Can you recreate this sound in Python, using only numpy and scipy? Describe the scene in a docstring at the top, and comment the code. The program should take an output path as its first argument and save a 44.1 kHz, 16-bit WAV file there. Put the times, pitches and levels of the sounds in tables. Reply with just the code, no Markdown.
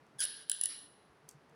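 """In a hard, quiet room, a screwdriver tightens the screw terminal of a breaker on a table.
The screw squeaks by stick-slip, a pulse train that slows as it binds; then it slips in sharp clicks,
cracks of noise with decaying modes of the steel, near 10 kHz, and of the plastic housing.
The blade rubs in its slot and ticks as it lifts out, by shaped noise and short modes.
Gloved hands bump softly, as low sine swells, over low filtered room noise and a faint hum."""
import sys
import numpy as np
from scipy import signal
from scipy.fft import rfft, irfft, next_fast_len
from scipy.io import wavfile
from scipy.ndimage import uniform_filter1d

SR = 44100
rng = np.random.default_rng(int(sys.argv[2]) if len(sys.argv) > 2 else 0)


def transcribe(signal):
    """Save signal, clipped to [-1, 1], as a 16-bit WAV file at the path in sys.argv[1]."""
    frames = np.atleast_2d(signal).T
    limited = np.clip(frames, -1, 1)
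    pcm = np.round(limited * 32767).astype(np.int16)
    wavfile.write(sys.argv[1], SR, pcm)


N = 68355

# Room noise spectrum: (frequency [Hz], relative gain [dB])
AIR_COLOUR = [(20, -31), (45, -26), (65, -9.5), (105, -11), (140, -2.5), (190, -5), (320, -5), (600, -7.5),
              (1100, -8), (1900, -12), (3000, -18), (5300, -22.5), (7900, -31), (10100, -25.5),
              (11200, -33.5), (15500, -41.5)]
# Room noise loudness: (time [s], RMS level before the suppressor [dB])
AIR_LEVEL = [(0, -64), (.3, -64.5), (.6, -68), (.9, -65), (1.2, -64.5), (1.55, -64)]
HUM_HZ, HUM_RMS_DB = 438.7, -79.5

# Hands on the table: (time [s], frequency [Hz], level [dB])
HAND_BUMPS = [(.002, 147.7, -67), (.145, 137.3, -61), (.225, 597, -60), (.65, 96, -69.5),
              (0.691, 315, -63.5), (.70, 227, -67.5), (0.826, 288, -64), (.965, 435, -65), (1.085, 70, -67),
              (1.235, 150, -65), (1.341, 145, -58), (1.505, 162.5, -62.5), (1.52, 457, -61.5)]
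BUMP_SWELL_S = 0.015

# Light touches of the blade: (time [s], level [dB])
BLADE_TOUCHES = [(.065, -68.5), (1.289, -45.5), (1.3105, -51.5), (1.495, -67)]
# Modes of the blade: (frequency [Hz], relative level [dB], swell time [s])
BLADE_MODES = [(3300, -23, 0.0044), (4700, -10, 0.0021), (5630, -5.5, 0.0018), (6210, -1, 0.0012),
               (7570, -4.5, .0016), (8400, -6, 0.0014), (10630, -2, .0013), (14500, -5, .0008)]
# Spectrum of the sliding blade: (frequency [Hz], gain [dB])
SCRAPE_COLOUR = [(1000, -24), (3500, -17.5), (4800, -2.5), (8000, 3), (11000, -6), (16000, -18)]
CONTACT_DB, CONTACT_SWELL_S = -6, 0.001  # noise at the touch, relative to it
SCRAPE_DB, SCRAPE_SWELL_S = -14, 0.014  # noise of the slide, relative to the touch

# Spectrum of the blade grinding in the slot: (frequency [Hz], gain [dB])
RUB_COLOUR = [(300, -29.5), (900, -24), (1300, -1.5), (1600, -8.5), (2000, 0.5), (2350, -1), (2700, -7.5),
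              (3100, -6), (4200, 2), (5600, 1.5), (6500, -20), (12000, -46)]
RUB_START_S, RUB_DB, RUB_SWELL_S = 0.68, -45.5, 0.035

# Slips of the screw: (time [s], steel level [dB], housing level [dB], crack level [dB], press [0-1])
SCREW_SLIPS = [(0.2043, -32.5, -23.5, -14, 0.9), (0.2376, -23.5, -23, -43.5, 0.4),
               (0.2395, -22, -21.5, -46, .5), (0.2424, -22.5, -24.5, -46, .5), (.2520, -22, -24.5, -37, .5),
               (0.4969, -17, -15, -17.5, 0.34), (0.5157, -19.5, -15.5, -26.5, 0),
               (0.6123, -16.5, -20, -32.5, 1), (0.6364, -17.5, -19, -33, 0.94),
               (.6570, -17.5, -18.5, -33.5, 0.84)]
# Modes of the steel: (frequency [Hz], relative level [dB], swell time [s])
STEEL_MODES = [(10226, 0.5, 0.0007), (10040, -15, .0015), (10610, -18, 0.0013), (14900, -26.5, 0.00055)]
# Modes of the housing under a light or a firm press:
# (frequency [Hz], relative level light press [dB], relative level firm press [dB], swell time [s])
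HOUSING_MODES = [(1619, -29, -47, 0.0022), (1830, -40.5, -32, 0.0031), (2924, -22.5, -24, 0.0021),
                 (3370, -22, -33, .0014), (3974, -29.5, -23, 0.0012), (4713, -28, -26.5, 0.0013),
                 (5664, -21.5, -16, 0.00061), (7542, -15, -12.5, 0.0007)]
# Spectrum of the crack: (frequency [Hz], gain [dB])
CRACK_COLOUR = [(400, -39), (1500, -23), (2300, -14), (3000, -10), (5000, -4), (6500, -10.5), (7500, -4.5),
                (8700, -4.5), (10500, 3), (12000, -13.5), (13400, -20.5), (15000, -9.5), (16500, -29)]
CRACK_SWELL_S = 0.00032
DETUNE, MODE_SCATTER_DB = 0.0074, 0.42  # random spread of each mode: fraction of its frequency, dB

# The squeaking screw: (time [s], slip rate [1/s], level before SQUEAK_GAIN_DB [dB], roughness [0-1])
SQUEAK_COURSE = [(.185, 1690, -53, 0.13), (0.19, 1700, -51, 0.1), (0.1916, 1730, -40, 0.05),
                 (.201, 1570, -38.5, 0), (.207, 1560, -34, 0.05), (.210, 1720, -31.5, 0.04),
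                 (.220, 1400, -31.5, 0.03), (.224, 800, -33, .08), (0.236, 450, -32.5, .08),
                 (0.246, 330, -47, .08), (.252, 330, -59.5, .1)]
# Spectrum of the squeak: (frequency [Hz], gain [dB])
SQUEAK_COLOUR = [(600, -34), (1100, -30.5), (1650, -9), (2050, -17), (2600, -16), (3300, -11),
                 (4600, -10.5), (5600, -10), (6800, -18), (7800, -15), (8600, -20), (10200, 4),
                 (11000, -17), (13400, -37.5), (14800, -27.5), (16500, -41.5)]
SQUEAK_GAIN_DB, GRIT_DB = 9, -2.5  # grit is relative to the course level

# Reverberation time: (frequency [Hz], time to fall 60 dB [s])
ROOM_T60 = [(500, .5), (1600, 0.89), (4000, 1), (7500, 0.67), (10200, 0.71), (15000, 0.72)]
# Spectrum of the reflected sound: (frequency [Hz], gain [dB])
ROOM_COLOUR = [(300, -9.5), (1500, 0), (1900, 2), (2400, -1.5), (2900, -1.5), (4200, 4.5), (5500, -4),
               (6500, -8), (7700, -11.5), (8600, -11), (9600, -5), (10300, -3.5), (11200, -11),
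               (12000, -24.5), (13700, -20), (15000, -16.5)]
# First wall echoes: (delay [s], level relative to the whole tail [dB])
WALL_ECHOES = [(.0125, -19), (.0165, -13.5), (0.021, -11), (.032, -10.5)]
TABLE_ECHO_S, TABLE_ECHO_DB, TABLE_ECHO_SPREAD = 0.0021, -9, 0.11  # spread is a fraction of the delay
BUILD_UP_S, EARLY_DB = 0.031, -2  # the diffuse tail is weaker until it has built up
SQUEAK_WET_DB, CLICK_WET_DB, TICK_WET_DB = -5.5, -3, -13

SUPPRESS_ABOVE_HZ, SUPPRESS_BELOW_DB, SUPPRESS_DEPTH_DB, SUPPRESS_KNEE_DB = 1800, -58, 6, 1
TOP_HZ = 16800


def amp(db):
    """Decibel law: 20 dB is a factor of ten in amplitude."""
    return 10 ** (np.asarray(db) / 20)


def unit(x):
    """Normalisation to an RMS value of one."""
    return x / np.sqrt(np.mean(x ** 2) + 1e-20)


def along(points, hz):
    """Linear interpolation of (frequency, value) points on a logarithmic frequency axis."""
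    f, value = np.transpose(points)
    return np.interp(np.log(hz + 1), np.log(f + 1), value)


def filtered(x, response):
    """Linear filtering: the spectrum of x is multiplied by a response of frequency."""
    m = next_fast_len(N + SR // 2)
    return irfft(rfft(x, m) * response(np.fft.rfftfreq(m, 1 / SR)), m)[:N]


def coloured(x, points):
    """Minimum-phase filtering: folding the cepstrum makes the (frequency, dB) gains causal."""
    m = 2 * next_fast_len(N)
    gains = amp(along(points, np.fft.rfftfreq(m, 1 / SR)))
    cepstrum = irfft(np.log(gains))
    cepstrum[1:m // 2] *= 2
    cepstrum[m // 2 + 1:] = 0
    return irfft(rfft(x, m) * np.exp(rfft(cepstrum)))[:N]


def swell(start_s, swell_s):
    """Transient envelope: a rounded rise that peaks at one, swell_s after the start, then dies away."""
    u = np.clip((np.arange(N) / SR - start_s) / swell_s, 0, 50)
    return (u * np.exp(1 - u)) ** 2


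def ring(start_s, modes):
    """Modal superposition: a struck body sounds as a sum of decaying sines, varied at each strike."""
    t = np.arange(N) / SR - start_s
    out = np.zeros(N)
    for hz, db, swell_s in modes:
        level = amp(db + MODE_SCATTER_DB * rng.normal())
        mode_hz = hz * (1 + DETUNE * rng.normal())
        out += level * swell(start_s, swell_s) * np.sin(2 * np.pi * mode_hz * t)
    return out


def room_tail():
    """Reverberant decay: noise dies exponentially at each frequency, with discrete wall echoes added."""
    hz, t, spectrum = signal.stft(rng.standard_normal(SR), SR, nperseg=256)
    decay = amp(-60 * t / along(ROOM_T60, hz)[:, None])
    tail = signal.istft(spectrum * decay, SR, nperseg=256)[1]
    early = np.arange(len(tail)) / SR < BUILD_UP_S
    tail = tail * np.where(early, amp(EARLY_DB), 1)
    tail = tail / np.linalg.norm(tail)
    for delay_s, db in WALL_ECHOES:
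        tail[round(delay_s * SR)] += amp(db)
    return tail


def in_room(x, wet_db):
    """Reflection: direct sound, its bounce off the table top and a fresh room tail add together."""
    wet = coloured(signal.fftconvolve(x, room_tail())[:N], ROOM_COLOUR)
    lag_s = TABLE_ECHO_S * (1 + TABLE_ECHO_SPREAD * rng.normal())
    # a phase turn proportional to frequency is a pure delay
    bounce = filtered(x, lambda hz: np.exp(-2j * np.pi * hz * lag_s))
    return x + amp(TABLE_ECHO_DB) * bounce + amp(wet_db) * wet


def air():
    """Broadband ambience: random noise with a low-weighted spectrum, plus the pure tone of a faint hum."""
    t = np.arange(N) / SR
    level = amp(np.interp(t, *np.transpose(AIR_LEVEL)))
    noise = unit(coloured(rng.standard_normal(N), AIR_COLOUR))
    hum = np.sqrt(2) * np.sin(2 * np.pi * HUM_HZ * t)  # RMS of one
    return level * noise + amp(HUM_RMS_DB) * hum


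def bumps():
    """Soft impact: each dull push of a hand is a low sine under a slow, rounded envelope."""
    t = np.arange(N) / SR
    out = np.zeros(N)
    for start_s, hz, db in HAND_BUMPS:
        out += amp(db) * swell(start_s, BUMP_SWELL_S) * np.sin(2 * np.pi * hz * (t - start_s))
    return out


def ticks():
    """Light impact and sliding friction: the loose blade rings at each touch and slides a little."""
    friction = coloured(rng.standard_normal(N), SCRAPE_COLOUR)
    out = np.zeros(N)
    for start_s, db in BLADE_TOUCHES:
        contact = amp(CONTACT_DB) * swell(start_s, CONTACT_SWELL_S)
        slide = amp(SCRAPE_DB) * swell(start_s, SCRAPE_SWELL_S)
        out += amp(db) * (ring(start_s, BLADE_MODES) + friction * (contact + slide))
    return in_room(out, TICK_WET_DB)


def rub():
    """Sliding friction: the blade grinds briefly in the slot after the last slip, as filtered noise."""
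    friction = coloured(rng.standard_normal(N), RUB_COLOUR)
    return amp(RUB_DB) * swell(RUB_START_S, RUB_SWELL_S) * friction


def clicks():
    """Impulsive excitation: each slip cracks, and rings the modes of the steel and plastic housing."""
    out = np.zeros(N)
    for start_s, steel_db, housing_db, crack_db, press in SCREW_SLIPS:
        burst = rng.standard_normal(N) * swell(start_s, CRACK_SWELL_S)
        crack = amp(crack_db) * coloured(burst, CRACK_COLOUR)
        steel = amp(steel_db) * ring(start_s, STEEL_MODES)
        # how firmly the housing is pressed shifts the balance of its modes
        housing_modes = [(hz, np.interp(press, [0, 1], [light_db, firm_db]), swell_s)
                         for hz, light_db, firm_db, swell_s in HOUSING_MODES]
        housing = amp(housing_db) * ring(start_s, housing_modes)
        out += in_room(steel + housing + crack, CLICK_WET_DB)
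    return out


def squeak():
    """Stick-slip friction: each release is a pulse; the train is fast, then slows as the screw binds."""
    t = np.arange(N) / SR
    course_s, rate, db, rough = np.transpose(SQUEAK_COURSE)
    active = (t > course_s[0]) & (t < course_s[-1])
    # a slip falls wherever the accumulated rate passes a whole number
    slip_count = np.cumsum(np.interp(t, course_s, rate) * active) / SR
    times = np.interp(np.arange(1, int(slip_count[-1])), slip_count[active], t[active])
    rates = np.interp(times, course_s, rate)
    roughness = np.interp(times, course_s, rough)

    # roughness scatters both the timing and the size of the slips
    chance = rng.standard_normal((len(times), 2))
    times = times + 0.5 * roughness * chance[:, 0] / rates
    sizes = amp(np.interp(times, course_s, db)) * np.exp(roughness * chance[:, 1])
    sizes = sizes * np.sqrt(SR / rates)  # sparser pulses are larger, to hold the power

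    # band-limited pulses fall between samples
    near = np.round(times * SR).astype(int)[:, None] + np.arange(-8, 9)
    shapes = sizes[:, None] * np.sinc(near - times[:, None] * SR)
    pulses = np.bincount(near.ravel(), shapes.ravel(), N)

    grit_level = active * amp(np.interp(t, course_s, db) + GRIT_DB)
    grit_level = grit_level * np.sqrt(np.abs(np.interp(t, course_s, rough)))
    grit = grit_level * rng.standard_normal(N)
    return in_room(amp(SQUEAK_GAIN_DB) * coloured(pulses + grit, SQUEAK_COLOUR), SQUEAK_WET_DB)


def scene():
    """Superposition: the sounds add linearly, from the background to the screw."""
    return (air() + bumps() + ticks() + rub() + clicks() + squeak())[None]


def record(dry):
    """Downward expansion: a noise suppressor lowers faint treble; a band limit then removes the top."""
    treble = filtered(dry[0], lambda hz: 1 - 1 / (1 + (hz / SUPPRESS_ABOVE_HZ) ** 2))
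    power = np.abs(uniform_filter1d(treble ** 2, size=900))  # mean over about 20 ms
    level_db = 10 * np.log10(power + 1e-14)
    shut = 0.5 * (1 - np.tanh((level_db - SUPPRESS_BELOW_DB) / SUPPRESS_KNEE_DB))  # 0 open, 1 shut
    out = dry[0] + treble * (amp(-SUPPRESS_DEPTH_DB * shut) - 1)
    return filtered(out, lambda hz: hz < TOP_HZ)[None]


dry = scene()
out = record(dry)
transcribe(out)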